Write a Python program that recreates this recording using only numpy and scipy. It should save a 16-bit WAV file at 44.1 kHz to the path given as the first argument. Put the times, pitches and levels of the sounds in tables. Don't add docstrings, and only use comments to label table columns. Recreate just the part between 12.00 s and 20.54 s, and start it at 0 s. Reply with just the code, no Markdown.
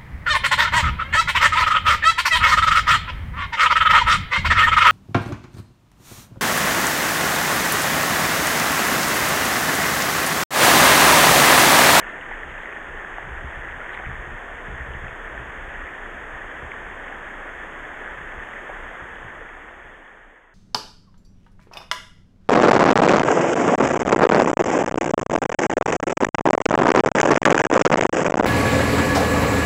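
import sys
import numpy as np
from scipy import signal
from scipy.fft import rfft, irfft, next_fast_len
from scipy.io import wavfile

SR = 44100
rng = np.random.default_rng(int(sys.argv[2]) if len(sys.argv) > 2 else 0)


def transcribe(u):
    v = np.clip(np.atleast_2d(u).T, -1, 1)
    q = np.round(v * 32767).astype(np.int16)
    wavfile.write(sys.argv[1], SR, q)


N = 376613

# frequency in Hz, relative gain in dB.
WALL_TRANSMISSION = [(100, -8), (240, -2), (360, 0.5), (1050, 0.5), (1400, 1.5), (1780, 6.5), (2100, -1.5),
                     (2400, -8), (2900, -12.5), (3400, -13), (3700, -25.5), (4000, -49.5), (4600, -55)]


def stream():
    rush_db, gurgle_db = -37, -46
    rush = rms_one(colour(rng.standard_normal(N), WALL_TRANSMISSION))
    low_bubbles = swarm(per_s=600, low_hz=318, high_hz=1510, cycles=23.5, spread_db=3, rise=0.094)
    gurgle = rms_one(colour(low_bubbles, WALL_TRANSMISSION))
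    return from_db(rush_db) * rush + from_db(gurgle_db) * gurgle


def babble():
    # crest time in seconds, length in seconds, boost in dB.
    surges = [(0.14, 0.49, 4), (0.74, 0.3, 1.5), (1.922, 0.82, 1.5), (3.9, 0.39, 3), (6.074, 0.32, 2)]
    start_db, fall_db_per_s = -40.5, 0.48
    bubbles = swarm(per_s=550, low_hz=1428, high_hz=3570, cycles=22.3, spread_db=3, rise=0.1)
    transmitted = from_db(-7.5) * rms_one(colour(bubbles, WALL_TRANSMISSION))
    wall_mode = from_db(-8) * rms_one(ring(bubbles, hz=1776, t60=0.011))
    voice = rms_one(band(transmitted + wall_mode, 624, 3800, order=6))
    t = np.arange(N) / SR
    surge_db = sum(db * np.cos(np.pi * np.clip((t - s) / length, -.5, .5)) ** 2
                   for s, length, db in surges)
    return from_db(start_db - fall_db_per_s * t + surge_db) * voice


def swarm(per_s, low_hz, high_hz, cycles, spread_db, rise, count=40):
    births = np.flatnonzero(rng.random(N) < per_s * from_db(3 * drift(14)) / SR)
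    gains = from_db(spread_db * np.minimum(rng.exponential(1, N), np.log(30)))[births]
    kinds = rng.integers(0, count, N)[births]
    pitches = np.geomspace(low_hz, high_hz, count)
    notes = [hz ** 1.1 * bubble(hz, cycles, rise) for hz in pitches]
    out = np.zeros(N)
    for at, gain, kind in zip(births, gains, kinds):
        add(out, at / SR, gain * notes[kind])
    return rms_one(out)


def bubble(hz, cycles, rise):
    age = np.arange(0, 1, hz / (cycles * SR))
    phase = 2 * np.pi * cycles * age * (1 + rise * age / 2)
    return np.sin(phase) * np.exp(-np.log(1000) * age)


def drops():
    # start in seconds, peak level before filtering in dB, pitch in Hz, swell time in seconds.
    impacts = [(0.2112, -29, 2800, 0.00063), (0.3172, -23.5, 2000, 0.00078), (0.4323, -22.5, 1860, 0.0013),
               (0.657, -22, 1860, 0.00077), (1.722, -23, 1750, .0006), (1.8034, -25, 1900, 0.00081),
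               (1.892, -25, 1720, 0.0012), (1.948, -22, 1890, 0.00073), (1.9742, -21, 1940, 0.00081),
               (2.061, -25.5, 2180, .0009), (2.1155, -21, 1500, 0.00064), (2.936, -33, 2950, .0008),
               (3.0458, -26, 1790, .0007), (3.2641, -27, 1800, .0007), (3.3773, -22.5, 1700, .0009),
               (3.739, -36, 2330, 0.00073), (3.814, -27, 1560, 0.00092), (3.877, -30, 2090, .0009),
               (3.890, -35, 2400, .001), (4.060, -32, 1190, 0.001), (4.7172, -21.5, 2100, 0.0011),
               (4.9122, -24, 1880, 0.0012), (6.0595, -22, 1630, 0.0012), (6.076, -26, 1750, 0.0011),
               (6.086, -28, 1320, 0.00087), (6.3794, -26, 1830, .0012), (6.471, -37, 2800, .0009),
               (6.5346, -25, 1920, 0.0014), (7.1558, -34, 3030, 0.00055), (7.490, -27, 2050, .0008),
               (8.077, -36, 3040, 0.00066)]
    out, t = np.zeros(N), np.arange(SR // 20) / SR
    for s, db, hz, swell_s in impacts:
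        envelope = (t / swell_s * np.exp(1 - t / swell_s)) ** 2
        add(out, s, from_db(db) * envelope * np.sin(2 * np.pi * hz * t))
    return band(out, 480, 3560, order=8)


def plops():
    # start in seconds, peak level before filtering in dB, pitch in Hz, ringing in cycles.
    large_bubbles = [(0.313, -26, 830, 12), (0.320, -31, 1960, 28), (0.579, -32, 2620, 22),
                     (0.6725, -24, 1800, 40), (0.690, -28, 1900, 34), (0.732, -27.5, 1760, 50),
                     (0.763, -25, 1750, 44), (0.769, -24, 1810, 54), (0.943, -34, 430, 20),
                     (1.183, -29, 750, 10), (1.8135, -26.5, 1370, 40), (1.997, -29.5, 724, 17),
                     (3.081, -34, 2540, 24), (4.720, -32, 2000, 39), (4.9, -29, 1850, 36),
                     (6.005, -39, 390, 24), (6.692, -28, 756, 13), (6.695, -29, 593, 18),
                     (7.411, -31, 450, 21)]
    swell_cycles = 1.14
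    out = np.zeros(N)
    for s, db, hz, cycles in large_bubbles:
        note = bubble(hz, cycles, rise=0.1)
        elapsed_cycles = np.arange(len(note)) * hz / SR
        note *= 1 - np.exp(-(elapsed_cycles / swell_cycles) ** 2)
        add(out, s, from_db(db) * note / np.abs(note).max())
    return band(out, 215, 3100, order=8)


def handling():
    sway = rms_one(band(rng.standard_normal(N), 23, 32.6))
    friction = rms_one(signal.fftconvolve(rng.standard_normal(N), thud(0))[:N])
    effort = rubbing()
    sway_db = -45 + drift(1.9)
    tremor_db = -55 + 1.9 * drift(1.8)
    sway_gain = np.hypot(from_db(sway_db), from_db(-1) * effort)
    friction_gain = np.hypot(from_db(tremor_db), effort)
    return sway_gain * sway + friction_gain * friction


def rubbing():
    # start in seconds, length in seconds, rms level in dB.
    rubs = [(0.46, 0.091, -47), (0.877, 0.11, -50.5), (1.245, 0.2, -45), (1.57, 0.21, -46),
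            (2.066, 0.28, -41), (2.686, 0.44, -41.5), (3.273, 0.13, -47.5), (3.39, 0.1, -42),
            (3.583, 0.26, -45.5), (4.043, 0.9, -50.5), (6.2, 0.23, -50), (6.82, 0.07, -48.5),
            (7.098, 0.32, -49)]
    attack_s, release_s = 0.023, 0.027
    t = np.arange(N) / SR
    return sum(from_db(db) * np.interp(t - s, [-attack_s, 0, length, length + release_s], [0, 1, 1, 0])
               for s, length, db in rubs)


def bumps():
    # start in seconds, peak level in dB, brightness in dB per octave.
    pushes = [(0.516, -38, 7), (0.884, -36.5, -9), (1.272, -32, 3), (1.309, -31, 0), (1.42, -39, 4),
              (1.443, -27.5, -5), (1.472, -34, -8), (1.572, -33.5, 3), (2.066, -28.5, 1), (2.091, -30.5, 1),
              (2.121, -34, -2), (2.188, -30.5, -7), (2.335, -36.5, 2), (2.682, -29, 8), (2.722, -29, 5),
              (2.802, -31, -3), (2.885, -32, -7), (2.948, -32, 8), (3.038, -29, 5), (3.395, -35, -4),
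              (4.335, -36, 1), (4.628, -31, 2), (4.654, -34, -9), (6.373, -35, -2), (7.020, -36, 9),
              (7.246, -32.5, 9), (7.845, -41, -5)]
    out = np.zeros(N)
    for s, db, tilt_db in pushes:
        add(out, s, from_db(db) * thud(tilt_db))
    return out


def thud(tilt_db):
    # frequency in Hz, relative level in dB, 60 dB decay in seconds.
    modes = [(63.4, 2, 0.1), (115.4, -3, 0.073), (166, -11, 0.05)]
    lowest_hz, swell_s = modes[0][0], 0.0032
    push = signal.unit_impulse(SR // 2)
    ringing = sum(from_db(db + tilt_db * np.log2(hz / lowest_hz)) * ring(push, hz, t60)
                  for hz, db, t60 in modes)
    onset = 1 - np.exp(-np.arange(len(push)) / SR / swell_s)
    out = band(ringing * onset, 34, 222)
    return out / np.abs(out).max()


def knock():
    # start in seconds, peak level in dB.
    taps = [(1.1833, -21.5)]
    case_mode = ring(signal.unit_impulse(N), hz=1200, t60=0.0048)
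    return strike(taps, band(case_mode, 490, 1800, order=3))


def splashes():
    # start in seconds, rms level at the crest in dB.
    bursts = [(0.08, -54), (0.478, -53), (0.605, -53), (1.915, -46)]
    envelope = strike(bursts, np.hanning(SR // 20) ** .5)
    bubbles = swarm(per_s=1900, low_hz=2100, high_hz=4200, cycles=9.2, spread_db=3.5, rise=.1)
    fizz = rms_one(band(bubbles, 1400, 3410, order=5))
    mist = rms_one(band(rng.standard_normal(N), 7500, 10000, order=3))
    return envelope * (fizz + from_db(-26) * mist)


def spray():
    # frequency in Hz, relative spectral density in dB.
    spectrum = [(3800, -26.5), (4500, -20.5), (6050, -12.5), (6480, 1), (7000, -5.5), (8500, -8.5),
                (9500, -13), (10300, -20.5), (11400, -17), (12600, -19.5), (14200, -32)]
    hiss = colour(rng.standard_normal(N), spectrum)
    return from_db(-65.5) * rms_one(band(hiss, 3000, 18000))


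def from_db(db):
    return 10 ** (np.asarray(db) / 20)


def rms_one(x):
    return x / np.sqrt(np.mean(x ** 2) + 1e-20)


def drift(rate):
    hz = np.arange(N // 2 + 1) * SR / N
    top = np.searchsorted(hz, 400)
    spectrum = rfft(rng.standard_normal(2 * top))[:top]
    slow = irfft(spectrum / (1 + (hz[:top] / rate) ** 2))
    return np.interp(np.linspace(0, len(slow) - 1, N), np.arange(len(slow)), rms_one(slow - slow.mean()))


def colour(x, points):
    size = next_fast_len(N + SR // 2, True)
    size += size % 2
    hz, db = np.transpose(points)
    log_hz = np.log(np.arange(size // 2 + 1) * SR / size + 1)
    magnitude = from_db(np.interp(log_hz, np.log(hz), db))
    cepstrum = irfft(np.log(magnitude))
    cepstrum[1:size // 2] *= 2
    cepstrum[size // 2 + 1:] = 0
    return irfft(rfft(x, size) * np.exp(rfft(cepstrum)))[:N]


def band(x, low_hz, high_hz, order=2):
    sections = signal.butter(order, [low_hz, high_hz], "band", fs=SR, output="sos")
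    return signal.sosfilt(sections, x + 1e-18)


def ring(x, hz, t60):
    r, w = from_db(-60 / (t60 * SR)), 2 * np.pi * hz / SR
    return signal.lfilter([0, np.sin(w)], [1, -2 * r * np.cos(w), r * r], x + 1e-18)


def strike(rows, response):
    clicks = np.zeros(N)
    for s, db in rows:
        clicks[round(s * SR)] += from_db(db)
    return signal.fftconvolve(clicks, response[:SR // 2] / np.abs(response).max())[:N]


def add(out, s, sound):
    part = out[int(s * SR):][:len(sound)]
    part += sound[:len(part)]


def scene():
    water = stream() + babble() + spray() + drops() + plops() + splashes()
    return (water + handling() + bumps() + knock())[None]


def record(dry):
    fade_start_s, fade_length_s, cutoff_hz = 6.847, 1.87, 14050
    fade = np.clip(1 - (np.arange(N) / SR - fade_start_s) / fade_length_s, 0, 1)
    low_pass = signal.ellip(10, .1, 80, cutoff_hz, fs=SR, output="sos")
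    return signal.sosfilt(low_pass, dry * fade)


dry = scene()
out = record(dry)
transcribe(out)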